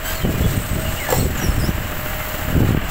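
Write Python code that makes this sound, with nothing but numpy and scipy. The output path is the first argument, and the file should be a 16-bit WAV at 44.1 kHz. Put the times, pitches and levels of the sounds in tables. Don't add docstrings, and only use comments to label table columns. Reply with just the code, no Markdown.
import sys
import numpy as np
from scipy import signal
from scipy.fft import rfft, irfft
from scipy.io import wavfile
from scipy.ndimage import uniform_filter1d

SR = 44100
rng = np.random.default_rng(int(sys.argv[2]) if len(sys.argv) > 2 else 0)


def to_wav(sig):
    pcm = np.clip(np.atleast_2d(sig), -1, 1) * 32767
    pcm = np.round(pcm).astype(np.int16)
    wavfile.write(sys.argv[1], SR, pcm.T)


N = 127890
T = np.arange(N) / SR
CUTOFF_HZ = 15750
# [f/Hz, relative level per Hz/dB]
HISS_SPECTRUM = [(2500, -3.5), (4200, -7.5), (5000, -11), (6200, -11), (7300, -4), (8100, -5.5),
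                 (8900, -16), (10500, -14.5), (13000, -7.5), (14200, -4)]


def from_db(db):
    return 10 ** (np.asarray(db) / 20)


def rms_one(x):
    return x / np.sqrt(np.mean(x ** 2) + 1e-20)


def in_time(rows):
    times, *columns = np.transpose(rows)
    return [np.interp(T, times, column) for column in columns]


def at_hz(points, hz):
    f, db = np.transpose(points)
    return np.interp(np.log(hz + 1e-3), np.log(f), db)


def drift(rate):
    step = 40
    r = np.exp(-2 * np.pi * rate * step / SR)
    raw = rng.standard_normal(N // step + 2002)
    slow = signal.lfilter([1], [1, -2 * r, r * r], raw)[2000:]
    return np.interp(np.arange(N) / step, np.arange(len(slow)), rms_one(slow))


def coloured(x, spectrum, ripple_db=2.27, ripple_hz=45):
    hz = np.arange(N // 2 + 1) * SR / N
    ripple = np.interp(hz / ripple_hz, np.arange(SR), rng.standard_normal(SR))
    gain = from_db(at_hz(spectrum, hz) + ripple_db * ripple)
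    return irfft(rfft(x) * gain * (hz < CUTOFF_HZ), N)


def noise(spectrum):
    return rms_one(coloured(rng.standard_normal(N), spectrum))


def tone(hz, wobble, wobble_rate, slope_db, count):
    phase = 2 * np.pi * np.cumsum(hz * (1 + wobble * drift(wobble_rate))) / SR
    out = np.zeros(N)
    for k in range(count):
        below_limit = (k + 1) * hz < SR / 2
        out += from_db(slope_db * k) * np.sin((k + 1) * phase) * below_limit
    return np.sqrt(2) * out


def gate(start, end):
    return np.clip(np.minimum(T - start, end - T) / 0.0031, 0, 1)


def squeal(curve, wobble, slope_db, count=2, flutter_db=4):
    hz, db = in_time(curve)
    strands = np.zeros(N)
    for _ in range(2):
        strands += from_db(flutter_db * drift(26)) * tone(hz, wobble, 260.7, slope_db, count)
    return gate(curve[0][0], curve[-1][0]) * from_db(db) * strands / np.sqrt(2)


def engine():
    # [t/s, firing rate/Hz]
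    firing = [(0, 41.05), (1.55, 42.35)]
    cylinder_db = [7.5, 3, 4, 10.5, 5, 8]
    # [f/Hz, relative level per Hz/dB]
    engine_spectrum = [(40, 16), (85, 9.5), (250, 2), (400, -4), (630, 5), (900, -3), (1300, 1.5),
                       (1850, 0), (2300, -5.5), (2950, -4), (3700, -19), (9000, -42)]
    # [t/s, level/dB]
    load = [(0, -28), (.11, -25.5), (.2, -28), (.65, -29), (1.05, -27), (1.27, -32), (1.41, -23),
            (1.52, -27), (2.5, -26)]
    knock_decay_s, clatter_share = 0.014, 0.56
    rate, = in_time(firing)
    turns = np.cumsum(rate) / SR + .75
    n = np.floor(turns).astype(int)
    strength = from_db(np.array(cylinder_db)[n % 6] + rng.normal(0, 0.8, 200)[n])
    since_firing_s = (turns % 1) / rate
    bursts = rms_one(strength * np.exp(-since_firing_s / knock_decay_s))
    clatter = clatter_share * bursts * noise(engine_spectrum)
    steady = np.sqrt(1 - clatter_share ** 2) * noise(engine_spectrum)
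    return from_db(in_time(load)[0]) * (clatter + steady)


def hydraulics(flutter_db=1.46, whine_flutter_db=-1.5):
    # [t/s, level/dB]
    flow = [(0, -37.5), (.1, -28.5), (.27, -35.5), (.52, -28.5), (.63, -33.5), (1.2, -30.5), (1.3, -36.5),
            (1.38, -31.5), (1.52, -34.5), (1.76, -36), (2.22, -33.5), (2.72, -34.5), (2.8, -43), (2.9, -31)]
    # [t/s, level/dB]
    throttle = [(1.8, -41), (2.05, -33.5), (2.4, -34), (2.8, -44)]
    # [t/s, f/Hz, level/dB]
    whines = [
        [(0, 572, -48), (.78, 586, -39.5), (1.45, 604, -46), (1.85, 610, -39.5), (2.55, 621, -34.5),
         (2.9, 624, -73)],
        [(.18, 641, -38), (.62, 635, -45), (.82, 640, -32.5), (1.3, 651, -56), (2.9, 657, -44.5)],
    ]
    throttle_hz = 14300
    out = from_db(in_time(flow)[0] + flutter_db * drift(42)) * noise(HISS_SPECTRUM)
    sizzle = noise([(.8 * throttle_hz, -18), (throttle_hz, 0), (1.1 * throttle_hz, -2)])
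    out += from_db(in_time(throttle)[0]) * sizzle
    for curve in whines:
        hz, db = in_time(curve)
        whine = tone(hz, wobble=0.0042, wobble_rate=22.2, slope_db=-18.5, count=3)
        out += from_db(db + whine_flutter_db * drift(30)) * whine
    return out


def creak():
    # [t/s, f/Hz, level/dB]
    creak_curve = [(.04, 1520, -41), (.115, 1610, -31), (.14, 1590, -41)]
    return coloured(squeal(creak_curve, wobble=.008, slope_db=0, count=10), HISS_SPECTRUM)


def squeaks(flutter_db=3):
    # [t/s, length/s, start f/Hz, end f/Hz, level/dB]
    squeak_times = [(.145, 0.068, 4400, 4160, -39), (.205, 0.077, 3250, 2840, -39.5),
                    (.325, 0.074, 2430, 2380, -40), (.42, 0.052, 3400, 3360, -38),
                    (.84, 0.056, 2890, 2780, -34), (0.947, 0.059, 2830, 2900, -37),
                    (.99, 0.068, 2313, 1872, -31.5), (1.06, 0.066, 1782, 1710, -29.5),
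                    (1.19, 0.024, 4270, 4300, -35), (2.19, 0.069, 2130, 1990, -32)]
    out = np.zeros(N)
    for start, length, start_hz, end_hz, db in squeak_times:
        along = np.clip((T - start) / length, 0, 1)
        swell = np.sqrt(np.abs(np.sin(np.pi * along)))
        level = from_db(db + flutter_db * drift(60))
        hz = start_hz + (end_hz - start_hz) * along
        out += swell * level * tone(hz, wobble=.02, wobble_rate=188, slope_db=0, count=1)
    return out


def wind():
    # [t/s, level/dB]
    gusts = [(.19, -40), (.235, -19), (.4, -17), (.58, -22.5), (.66, -31), (.73, -20), (.86, -21.5),
             (1.07, -34.5), (1.16, -17), (1.27, -15), (1.33, -23.5), (1.49, -16.5), (1.54, -24),
             (1.58, -21), (1.9, -26), (2.3, -35), (2.535, -23), (2.555, -14.5), (2.63, -14), (2.77, -24),
             (2.82, -29)]
    # [f/Hz, relative level per Hz/dB]
    wind_spectrum = [(20, -0.5), (45, -4.5), (100, 2), (160, -4.5), (260, -9), (400, -13.5), (650, -23),
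                     (1200, -48)]
    # [t/s, peak level/dB, centre to peak/s]
    buffets = [(.577, -8, .0014), (.732, -11, .0014), (1.494, -4, .0022), (1.581, -8, .001),
               (1.692, -6, .0011), (2.554, -6, .001), (2.566, -5, .0008), (2.58, -6, .0012),
               (2.605, -4, .0007), (2.648, -9, .001), (2.691, -8, .0008), (2.708, -7, .0008),
               (2.748, -5, .0006), (2.776, -8, .0009)]
    # [lowest f/Hz, highest f/Hz]
    thump_band = (40, 600)
    lumpy_db, gust_brightens = 2.5, 0.28
    db = in_time(gusts)[0] + lumpy_db * (drift(39) - .3)
    edges = 18 * 2 ** np.arange(0, 6.6, .5)
    centres = np.sqrt(edges[1:] * edges[:-1])
    gains = from_db(at_hz(wind_spectrum, centres)) * np.sqrt(centres)
    gains = gains / np.linalg.norm(gains)
    out = np.zeros(N)
    for low, high, hz, gain in zip(edges, edges[1:], centres, gains):
        band_filter = signal.butter(2, [low, high], "band", fs=SR, output="sos")
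        band = signal.sosfilt(band_filter, rng.standard_normal(N + SR // 2))[-N:]
        tilt_db = gust_brightens * np.log2(hz / 100) * np.minimum(db + 15.0, 5)
        out += gain * rms_one(band) * from_db(db + tilt_db)
    thump_filter = signal.butter(2, thump_band, "band", fs=SR, output="sos")
    for centre, peak_db, width in buffets:
        u = (T - centre) / width
        thump = from_db(peak_db) * u * np.exp(1 - np.abs(u))
        out += signal.sosfilt(thump_filter, thump + 1e-18)
    return out


def valve_whistle():
    # [t/s, f/Hz, level/dB]
    whistle = [(.47, 8280, -46), (.55, 8170, -42.5), (.71, 8040, -39), (.78, 8260, -40.5), (.99, 8250, -46),
               (1.08, 8310, -41), (1.24, 8000, -37.5), (1.3, 7920, -54), (1.62, 8270, -43)]
    return squeal(whistle, wobble=0.00443, slope_db=0, count=1)


def scraped(force, modes, grain_db=3):
    out = np.zeros(N)
    for hz, width, db in modes:
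        r = np.exp(-np.pi * width / SR)
        contacts = force * rng.standard_normal(N) * from_db(db + grain_db * (drift(56) - 1.0))
        drive = np.sqrt(1 - r) * np.array([.5, 0, -.5])
        ring = [1, -2 * r * np.cos(2 * np.pi * hz / SR), r * r]
        out += signal.lfilter(drive, ring, contacts)
    return out


def knocks():
    # [t/s, body level/dB, screech level/dB, decay/s]
    knock_times = [(1.086, -22, -32, 0.02), (1.102, -26.5, -18.5, 0.025), (1.124, -14, -20.5, .014),
                   (1.141, -37, -21.5, 0.068)]
    # [f/Hz, width/Hz, relative level/dB]
    bin_modes = [(345, 34, -1.5), (493, 150, 5), (776, 170, 4), (1060, 360, -2.5), (1650, 570, -4)]
    # [f/Hz, width/Hz, relative level/dB]
    link_modes = [(2300, 1800, -6), (4200, 130, -8.5), (5530, 170, -8.5), (7430, 400, -0.5),
                  (14640, 1100, 2)]
    body, screech = np.zeros((2, N))
    for start, body_db, screech_db, decay in knock_times:
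        fall = (T >= start) * np.exp(-np.abs(T - start) / decay)
        body += from_db(body_db) * fall
        screech += from_db(screech_db) * fall
    return scraped(body, bin_modes) + scraped(screech, link_modes)


def pivot_squeals():
    # [t/s, f/Hz, level/dB]
    squeal_curves = [
        [(1.36, 7870, -37), (1.405, 5730, -38), (1.435, 5760, -32), (1.465, 5410, -42), (1.515, 5290, -43)],
        [(1.555, 5680, -52), (1.605, 5280, -39), (1.628, 4810, -42), (1.655, 5330, -33), (1.68, 5900, -47),
         (1.73, 5900, -52)],
    ]
    return sum(squeal(curve, wobble=.02, slope_db=-7) for curve in squeal_curves)


def street(x):
    echo_db, echo_s = -12, .03
    out = x.copy()
    for lag in rng.uniform(.1, 1.7, 12):
        n = int(lag * echo_s * SR) + 1
        out[n:] += from_db(echo_db) * np.exp(-lag) * rng.choice([-1, 1]) * x[:-n]
    return out


def scene():
    arm = creak() + squeaks() + valve_whistle() + knocks() + pivot_squeals()
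    return (engine() + hydraulics() + street(arm) + wind())[None]


def record(dry):
    limit_db, release_db_per_s, ceiling = -4, 101, 0.5
    over = np.clip(20 * np.log10(np.abs(dry[0]) + 1e-9) - limit_db, 0, 6)
    release = release_db_per_s * T
    held = np.maximum.accumulate(over + release) - release
    limited = dry * from_db(-uniform_filter1d(held, size=130))
    rounded = limited / (1 + (limited / ceiling) ** 6) ** (1 / 6)
    top_cut = signal.ellip(12, .2, 80, CUTOFF_HZ, fs=SR, output="sos")
    return signal.sosfilt(top_cut, rounded)


dry = scene()
out = record(dry)
to_wav(out)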